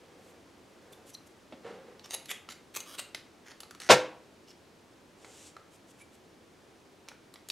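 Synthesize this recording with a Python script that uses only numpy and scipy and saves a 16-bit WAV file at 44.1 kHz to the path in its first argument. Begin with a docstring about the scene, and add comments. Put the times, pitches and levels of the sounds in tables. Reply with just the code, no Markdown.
"""Steel tools tick, scrape and ping on the needles of a knitting machine, close by in a small, quiet room.
Impacts excite the modes of the steel; stick-slip friction makes the scrapes and rubs prongs into ringing.
As a claw weight is picked out, something heavy clunks down and bounces, ringing the table top.
Yarn rustles under tension as the claw is hooked into the fabric, then needle latches click again.
Dull slides, a soft bump and a low hush lie behind."""
import sys
import numpy as np
from scipy import signal
from scipy.fft import rfft, irfft, next_fast_len
from scipy.io import wavfile
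from scipy.ndimage import uniform_filter1d, minimum_filter1d

SR = 44100
rng = np.random.default_rng(int(sys.argv[2]) if len(sys.argv) > 2 else 0)


def log_audio(samples):
    """Write samples as a 16-bit WAV file to the path given in sys.argv[1]."""
    # one column per channel
    frames = np.atleast_2d(samples).T
    # limit to full scale, then quantise
    limited = np.clip(frames, -1, 1)
    pcm = np.round(limited * 32767).astype(np.int16)
    wavfile.write(sys.argv[1], SR, pcm)


N = 331191
TIME = np.arange(N) / SR
RING_TIME = TIME[:SR // 4]


def steel(body_db, treble_db, hz, crack_t60, ring_db, spot_db):
    """Impact excitation: a crack and a short ring; the point of contact favours one resonance."""
    # Modes of small steel parts. Each row: frequency in Hz, level in dB, t60 in seconds.
    modes = [(1290, 6, 0.016), (1781, -3.5, 0.022), (3066, -5, 0.032), (4070, 2, 0.012), (4640, 1, 0.029),
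             (5090, -18, 0.03), (6485, 3, 0.043), (7000, -4.5, 0.0082), (8220, -9.5, .04),
             (10850, 8, 0.057), (11440, -7, 0.039), (13970, -3.5, .03)]
    hit = burst(crack_t60) + undb(ring_db) * ring(modes, scatter_db=4.5, detune=0.018)
    hit = hit + undb(spot_db) * resonance(hit, hz, width_hz=550)
    body = [(30, body_db - 32), (100, body_db - 9), (500, body_db + 10.5), (1400, body_db + 9)]
    treble = [(7500, treble_db + 1), (11500, treble_db - 5.5), (15500, treble_db - 16)]
    return colour(hit, body + [(2800, 1), (5500, -1.4)] + treble)


def tick(db, body_db, treble_db, hz):
    """One impact on steel; db sets its peak in the bright band where hearing is keenest."""
    hit = steel(body_db, treble_db, hz, crack_t60=0.021, ring_db=-7, spot_db=1)
    bright_band = resonance(hit, 2300, width_hz=2900)
    return undb(db) * hit / abs(bright_band).max()


def clicks():
    """Light impacts between latches, prongs and tools set the steel in free vibration."""
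    # Each row: start in seconds, bright-band peak, body and treble in dB, favoured resonance in Hz.
    contacts = [(1.995, -41.5, -11, -10, 4220), (2.0582, -42.5, 7, 7, 3100), (2.2575, -42, -14, -3, 3790),
                (2.4892, -33.5, -19, -11, 1340), (2.7634, -34, -12, 7, 6700), (2.804, -34.5, -22, -2, 6500),
                (3.147, -27.5, -14.5, -8.5, 1890), (3.6041, -37, -17, -4, 11000),
                (3.6331, -38, -4, -4, 4140), (3.709, -38, -7, -1.5, 1340), (3.7489, -42.5, -10, -5, 1230),
                (3.8011, -38, -12, -2, 4620), (3.8185, -34, -20, -9.5, 1300),
                (5.246, -41.5, -2.5, -16, 2160), (5.5662, -39.5, 4.5, -8.5, 1498),
                (7.0796, -46, -1, -23, 4100), (7.0858, -33.5, -12, -9, 2650), (7.1165, -43, 6, -7.5, 1604),
                (7.3397, -44, -7.5, 3, 4170), (7.3585, -40.5, -9.5, -27, 2240),
                (7.487, -37.5, -12.5, 4.5, 4110), (7.5004, -23.5, -17.5, -4.5, 4000)]
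    out = np.zeros(N)
    for start, db, body_db, treble_db, hz in contacts:
        add(out, start, tick(db, body_db, treble_db, hz))
    return out


def scrapes():
    """Stick-slip friction: tiny slips drive the steel until the sliding part catches with a tick."""
    # Each row: start and catch in seconds, final level, swell, body and treble in dB, resonance in Hz.
    slides = [(2.031, 2.061, -52.5, 0, -11, -12, 3000), (2.089, 2.1465, -36.5, 13, -11, -4, 3930),
              (2.279, 2.318, -36, 8.5, -11.5, -3.5, 3320), (2.49, 2.525, -48, -2, -10, -3, 4700),
              (2.734, 2.769, -36.5, 17, -8.5, 1.5, 6600), (2.854, 2.953, -50, 2.5, -4, -3.5, 3400),
              (2.973, 2.997, -36.5, 9, -10, -4, 3060), (3.454, 3.519, -53.5, 0.5, -6.5, -10.5, 4200),
              (3.796, 3.88, -52.5, -5, -4.5, -5.5, 4580), (3.885, 3.894, -25.5, 21.5, -7, -18.5, 1778),
              (4.468, 4.517, -61, -4, -26, -8, 4470)]
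    overlap_s, catch_db = 0.004, 8  # the tick leads the catch, and the sliding outlasts it, by overlap_s
    out = np.zeros(N)
    for start, catch, db, swell_db, body_db, treble_db, hz in slides:
        progress = RING_TIME / (catch - start)
        onset = np.minimum(RING_TIME / 0.015, 1)
        sliding = start + RING_TIME < catch + overlap_s
        pressure = undb(swell_db * np.minimum(progress - 1, 0)) * onset * sliding
        slips = level(grains(len(RING_TIME), per_s=3000, spread_db=4.5), db) * pressure
        response = unit(steel(body_db, treble_db, hz, crack_t60=0.006, ring_db=-17, spot_db=-10))
        add(out, start, signal.fftconvolve(slips, response))
        add(out, catch - overlap_s, tick(db + catch_db, body_db, treble_db, hz))
    return out


def pings():
    """Forced, then free vibration: friction drives a thin prong ever harder until it slips and rings."""
    # Each row: release in seconds, pitch in Hz, peak in dB, time constant of the rub in seconds.
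    releases = [(.934, 3540, -46.5, 0.0026), (1.151, 4080, -35.5, 0.0029), (1.15, 5920, -43, 0.01),
                (1.184, 4040, -52, .006), (2.146, 11150, -28, 0.004), (2.313, 11540, -35.5, 0.011),
                (2.49, 1320, -34, .001), (2.768, 13400, -35, 0.0047), (2.805, 6680, -34, 0.002),
                (3.149, 2050, -32, 0.0014), (3.712, 1350, -40.5, .001), (3.711, 4660, -41, 0.0015),
                (6.021, 2347, -47.5, .02), (6.022, 10000, -53.5, 0.0099)]
    out = np.zeros(N)
    for release, hz, db, rub_s in releases:
        rub = rng.standard_normal(len(RING_TIME)) * np.exp((RING_TIME - RING_TIME[-1]) / rub_s)
        tone = signal.fftconvolve(rub, damped_sine(hz, t60=0.025))
        add(out, release - RING_TIME[-1], undb(db) * tone / abs(tone).max())
    return out


def blows(count):
    """Inelastic bouncing: one edge touches, then the heavy thing lands and chatters ever more weakly."""
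    touch_s, touch_db, land_s, land_db = 3.8925, 9.5, 3.8995, 18.5
    gap_s, jitter_s, loss_db = 0.0043, 0.0005, 2.44
    soft_hz, hard_hz, harden_s = 800, 7000, 0.005  # the treble cutoff rises as the contact hardens
    bounce = np.arange(count)
    elapsed = bounce * gap_s
    corner_hz = hard_hz + (soft_hz - hard_hz) * np.exp(-elapsed / harden_s)
    times = land_s + elapsed + jitter_s * rng.standard_normal(count)
    return [(touch_s, touch_db, soft_hz), *zip(times, land_db - loss_db * bounce, corner_hz)]


def clunk():
    """Quick blows excite the table's modes; a soft contact acts as a low-pass filter."""
    # Modes of the table top. Each row: frequency in Hz, level in dB, t60 in seconds.
    modes = [(136, -7, 0.2), (184.2, -7, 0.12), (312.9, -12, 0.65), (400, -8, 0.1), (507, 2.5, 0.32),
             (542, -1.5, 0.11), (613, -2, 0.051), (687, 0, 0.08), (790, 4, 0.06), (850, -1, 0.1),
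             (977, -9.5, 0.086), (1130, -8, 0.091), (1372, -3, 0.23), (1503, 3, 0.11), (2180, -1.5, 0.12),
             (2470, -8.5, 0.18), (3490, -7, 0.052), (5013, -8.5, .05)]
    # Spectrum of the clatter. Each row: frequency in Hz, gain in dB.
    clatter_spectrum = [(30, -33.5), (65, -27), (105, -0.5), (190, -6), (340, -5), (480, 5.5), (750, 5.5),
                        (1500, -2), (2700, -3), (4000, -4), (7000, -8), (10000, -15.5), (15000, -28.5)]
    # The table is too small to radiate deep bass. Each row: frequency in Hz, gain in dB.
    bass_loss = [(40, -32), (72, -21), (112, -3), (180, 1)]
    out = np.zeros(N)
    for start, db, corner_hz in blows(count=11):
        clatter = unit(colour(burst(t60=0.08), clatter_spectrum))
        hit = clatter + undb(-6.5) * ring(modes, scatter_db=5.5, detune=0.0018)
        pole = np.exp(-2 * np.pi * corner_hz / SR)
        add(out, start, undb(db) * signal.lfilter([1 - pole], [1, -pole], hit))
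    return colour(out, bass_loss)


def yarn():
    """Fibre friction: yarn drawn over fingers and prongs rustles louder with tension, then slips."""
    # Each row: slip time in seconds, level at full tension in dB, rise in seconds, treble in dB.
    strokes = [(.31, -68, .16, -1), (0.934, -55, .015, 3), (1.105, -55, .05, 0), (1.148, -53.5, 0.015, 7),
               (1.278, -60.5, 0.02, 1), (5.48, -55, .32, -12), (5.761, -62.5, .06, -3.5),
               (5.915, -60.5, .05, -5), (6.02, -62.5, 0.058, -5), (6.155, -63, 0.041, 0.5)]
    # Spectrum of rubbing wool. Each row: frequency in Hz, gain in dB.
    wool_spectrum = [(60, -36), (300, -8), (1500, -16), (3000, -5), (5000, -9), (7300, -2.5), (10000, -6),
                     (13000, -10), (16000, -30)]
    relax_share, rustle_exponent = 0.1, 0.75
    out, t = np.zeros(N), TIME[:SR // 2]
    for slip, db, rise_s, treble_db in strokes:
        tension = np.interp(t / rise_s, [0, 1, 1 + relax_share], [0, 1, 0])
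        fibres = colour(grains(len(t), per_s=14000, spread_db=2.5), wool_spectrum)
        fibres = colour(fibres, [(7500, 0), (12000, treble_db)])
        add(out, slip - rise_s, level(fibres, db) * tension ** rustle_exponent)
    return out


def handling():
    """Sliding friction on the table gives dull swells of noise; one soft impact gives a bump."""
    # Each row: start in seconds, level in dB, time until the decay begins in seconds.
    slides = [(0, -62.5, 0.34), (0.803, -61.5, 0.24), (1.631, -43.5, 0.061), (1.86, -54.5, 0.018),
              (5.214, -58, 0.085)]
    # Spectra of the sliding and of the bump. Each row: frequency in Hz, gain in dB.
    slide_spectrum = [(35, -66.5), (60, -35), (112, -28.5), (217, -12.5), (246, -22.5), (326, -18.5),
                      (479, -4), (533, -6), (674, -24.5), (766, -8.5), (835, -19.5), (1700, -24),
                      (3580, -33), (10000, -51), (13000, -88), (22000, -120)]
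    bump_spectrum = [(35, -53), (60, -37), (237, 6), (403, -6), (672, 3), (859, -11), (1990, -17.5),
                     (3320, -14), (6520, -40), (8000, -41), (10400, -68), (17600, -120)]
    push = sum(undb(db) * swell(TIME - start, attack_s=0.028, hold_s=hold_s, t60=0.52)
               for start, db, hold_s in slides)
    friction = colour(grains(N, per_s=4700, spread_db=1.5), slide_spectrum)
    out = level(friction, 0) * push
    bump = unit(colour(burst(t60=0.077), bump_spectrum))
    add(out, 1.523, undb(-15) * bump)
    return out


def diffuse_tail():
    """Reverberation: reflections build up, then absorption damps them, soonest in the treble."""
    # Decay of the room. Each row: frequency in Hz, t60 in seconds.
    decay_times = [(100, 0.43), (300, 0.34), (800, 0.5), (2000, 0.43), (5000, 0.31), (12000, 0.25)]
    hz, t60 = np.transpose(decay_times)
    t = TIME[:SR * 2 // 3]
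    build_up = 1 - np.exp(-(t / 0.0037) ** 2)
    reflections = sum(band * fade(t, np.interp(np.log(centre), np.log(hz), t60))
                      for centre, band in octaves(rng.standard_normal(len(t))))
    return unit(build_up * reflections)


def room(x, wet_db, side_db, ports_db):
    """Direct and diffuse sound superpose, nearly alike at two closely spaced microphone ports."""
    mid, side = (undb(wet_db) * signal.fftconvolve(x, diffuse_tail())[:N] for _ in range(2))
    # short waves bend round the housing differently to each port
    diffracted = signal.fftconvolve(x, burst(t60=0.008))[:N]
    side = undb(side_db) * side + undb(ports_db) * diffracted
    side = colour(side, [(200, -12.5), (700, -12.5), (1800, -8.5), (7000, 0.5)])
    return x + mid + side * np.array([[1], [-1]])


def hush():
    """Ambient noise, partly correlated between channels, wavers in each octave and slowly eases."""
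    # Spectrum of the room noise. Each row: frequency in Hz, gain in dB.
    spectrum = [(20, -21.0), (50, -14.3), (85, -4.2), (130, -5.5), (220, -2.1), (340, 0.0), (470, -4.3),
                (700, -8.3), (1300, -13.6), (3000, -18.3), (6000, -22.6), (10500, -29.6), (13000, -35.2),
                (16000, -39.0)]
    raised_db, ease_db_per_s = 1.5, 0.19

    def noise():
        """Random noise with slight amplitude modulation in each band."""
        bands = octaves(colour(rng.standard_normal(N), spectrum))
        return level(sum(band * undb(0.3 * walk(rate=3.1)) for _, band in bands), -59)

    side = colour(noise(), [(30, -1.5), (90, -11), (350, -10), (700, -5.5), (2000, -6), (8000, -10.5)])
    mid = noise() * undb(raised_db - ease_db_per_s * TIME)
    return mid + side * np.array([[1], [-1]])


def ring(modes, scatter_db, detune):
    """Modal superposition: each blow meets a new spot, so the modes vary in strength and sign."""
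    draws = rng.standard_normal((len(modes), 3))
    out = np.zeros(len(RING_TIME))
    for (hz, db, t60), (strength, shift, polarity) in zip(modes, draws):
        mode = unit(damped_sine(hz * (1 + detune * shift), t60))
        out += np.sign(polarity) * undb(db + scatter_db * strength) * mode
    return unit(out)


def damped_sine(hz, t60):
    """Impulse response of a single mode."""
    return np.sin(2 * np.pi * hz * RING_TIME) * fade(RING_TIME, t60)


def burst(t60):
    """Modal overlap: modes too dense to tell apart decay as noise."""
    return unit(rng.standard_normal(len(RING_TIME)) * fade(RING_TIME, t60))


def grains(count, per_s, spread_db):
    """Shot noise: tiny slips of uneven size at random times."""
    sizes = rng.standard_normal(count) * undb(spread_db * rng.standard_normal(count))
    return sizes * (rng.random(count) < per_s / SR)


def walk(rate):
    """Linear interpolation between random values, drawn rate times a second."""
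    step = int(SR / rate)
    return uniform_filter1d(np.repeat(rng.standard_normal(N // step + 1), step), step)[:N]


def fade(t, t60):
    """Exponential decay by 60 dB in t60 seconds."""
    return np.exp(-np.log(1000) * t / t60)


def swell(t, attack_s, hold_s, t60):
    """Linear attack from t = 0, exponential decay from hold_s on."""
    return np.clip(t / attack_s, 0, 1) * fade(np.maximum(t - hold_s, 0), t60)


def resonance(x, hz, width_hz):
    """Second-order resonator with a gain of one at its centre."""
    return signal.lfilter(*signal.iirpeak(hz, hz / width_hz, fs=SR), x)


def colour(x, points, size=4096):
    """Minimum-phase filter through (Hz, dB) points, built by folding the cepstrum."""
    hz, db = np.transpose(points)
    grid = np.maximum(np.arange(size // 2 + 1) * SR / size, 1)
    gain = undb(np.interp(np.log(grid), np.log(hz), db))
    cepstrum = irfft(np.log(gain))
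    cepstrum[1:size // 2] *= 2
    cepstrum[size // 2 + 1:] = 0
    response = irfft(np.exp(rfft(cepstrum)))
    return signal.fftconvolve(x, response)[:len(x)]


def octaves(x):
    """Filter bank of overlapping octaves, as pairs of centre in Hz and signal."""
    size = next_fast_len(len(x), True)
    spectrum = rfft(x, size)
    octave = np.log2(np.maximum(np.arange(len(spectrum)) * SR / size, 32))
    return [(2. ** k, irfft(spectrum * np.maximum(1 - abs(octave - k), 0), size)[:len(x)])
            for k in range(5, 15)]


def undb(db):
    """Decibels to amplitude ratio."""
    return 10 ** (np.asarray(db) / 20)


def unit(x):
    """Normalise to an energy of one."""
    return x / np.sqrt(np.sum(x ** 2))


def level(x, db):
    """Normalise to an rms level."""
    return unit(x) * np.sqrt(len(x)) * undb(db)


def add(out, start, x):
    """Superpose x on out from start, in seconds."""
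    i = int(start * SR)
    out[i:i + len(x)] += x[:len(out) - i]


def scene():
    """The sources superpose in one room; prongs and clunk have the highest share of direct sound."""
    balance = undb([[0.07], [-0.07]])  # a trace to the left
    prongs = room(pings(), wet_db=-12.5, side_db=-14, ports_db=-14)
    handwork = room(clicks() + scrapes() + handling() + yarn(), wet_db=-7, side_db=-14, ports_db=-13.5)
    landing = room(clunk(), wet_db=-14, side_db=-14, ports_db=-10.5)
    return prongs + handwork * balance + landing + hush()


def record(dry):
    """Peak limiting holds down the loudest samples; a low-pass filter cuts the highest treble."""
    ceiling, window_samples, top_hz = 0.8, 89, 15700
    allowed = ceiling / np.maximum(abs(dry).max(axis=0), ceiling)
    gain = uniform_filter1d(minimum_filter1d(allowed, window_samples), window_samples)
    return signal.sosfilt(signal.ellip(8, 0.2, 70, top_hz, fs=SR, output="sos"), dry * gain)


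dry = scene()
out = record(dry)
log_audio(out)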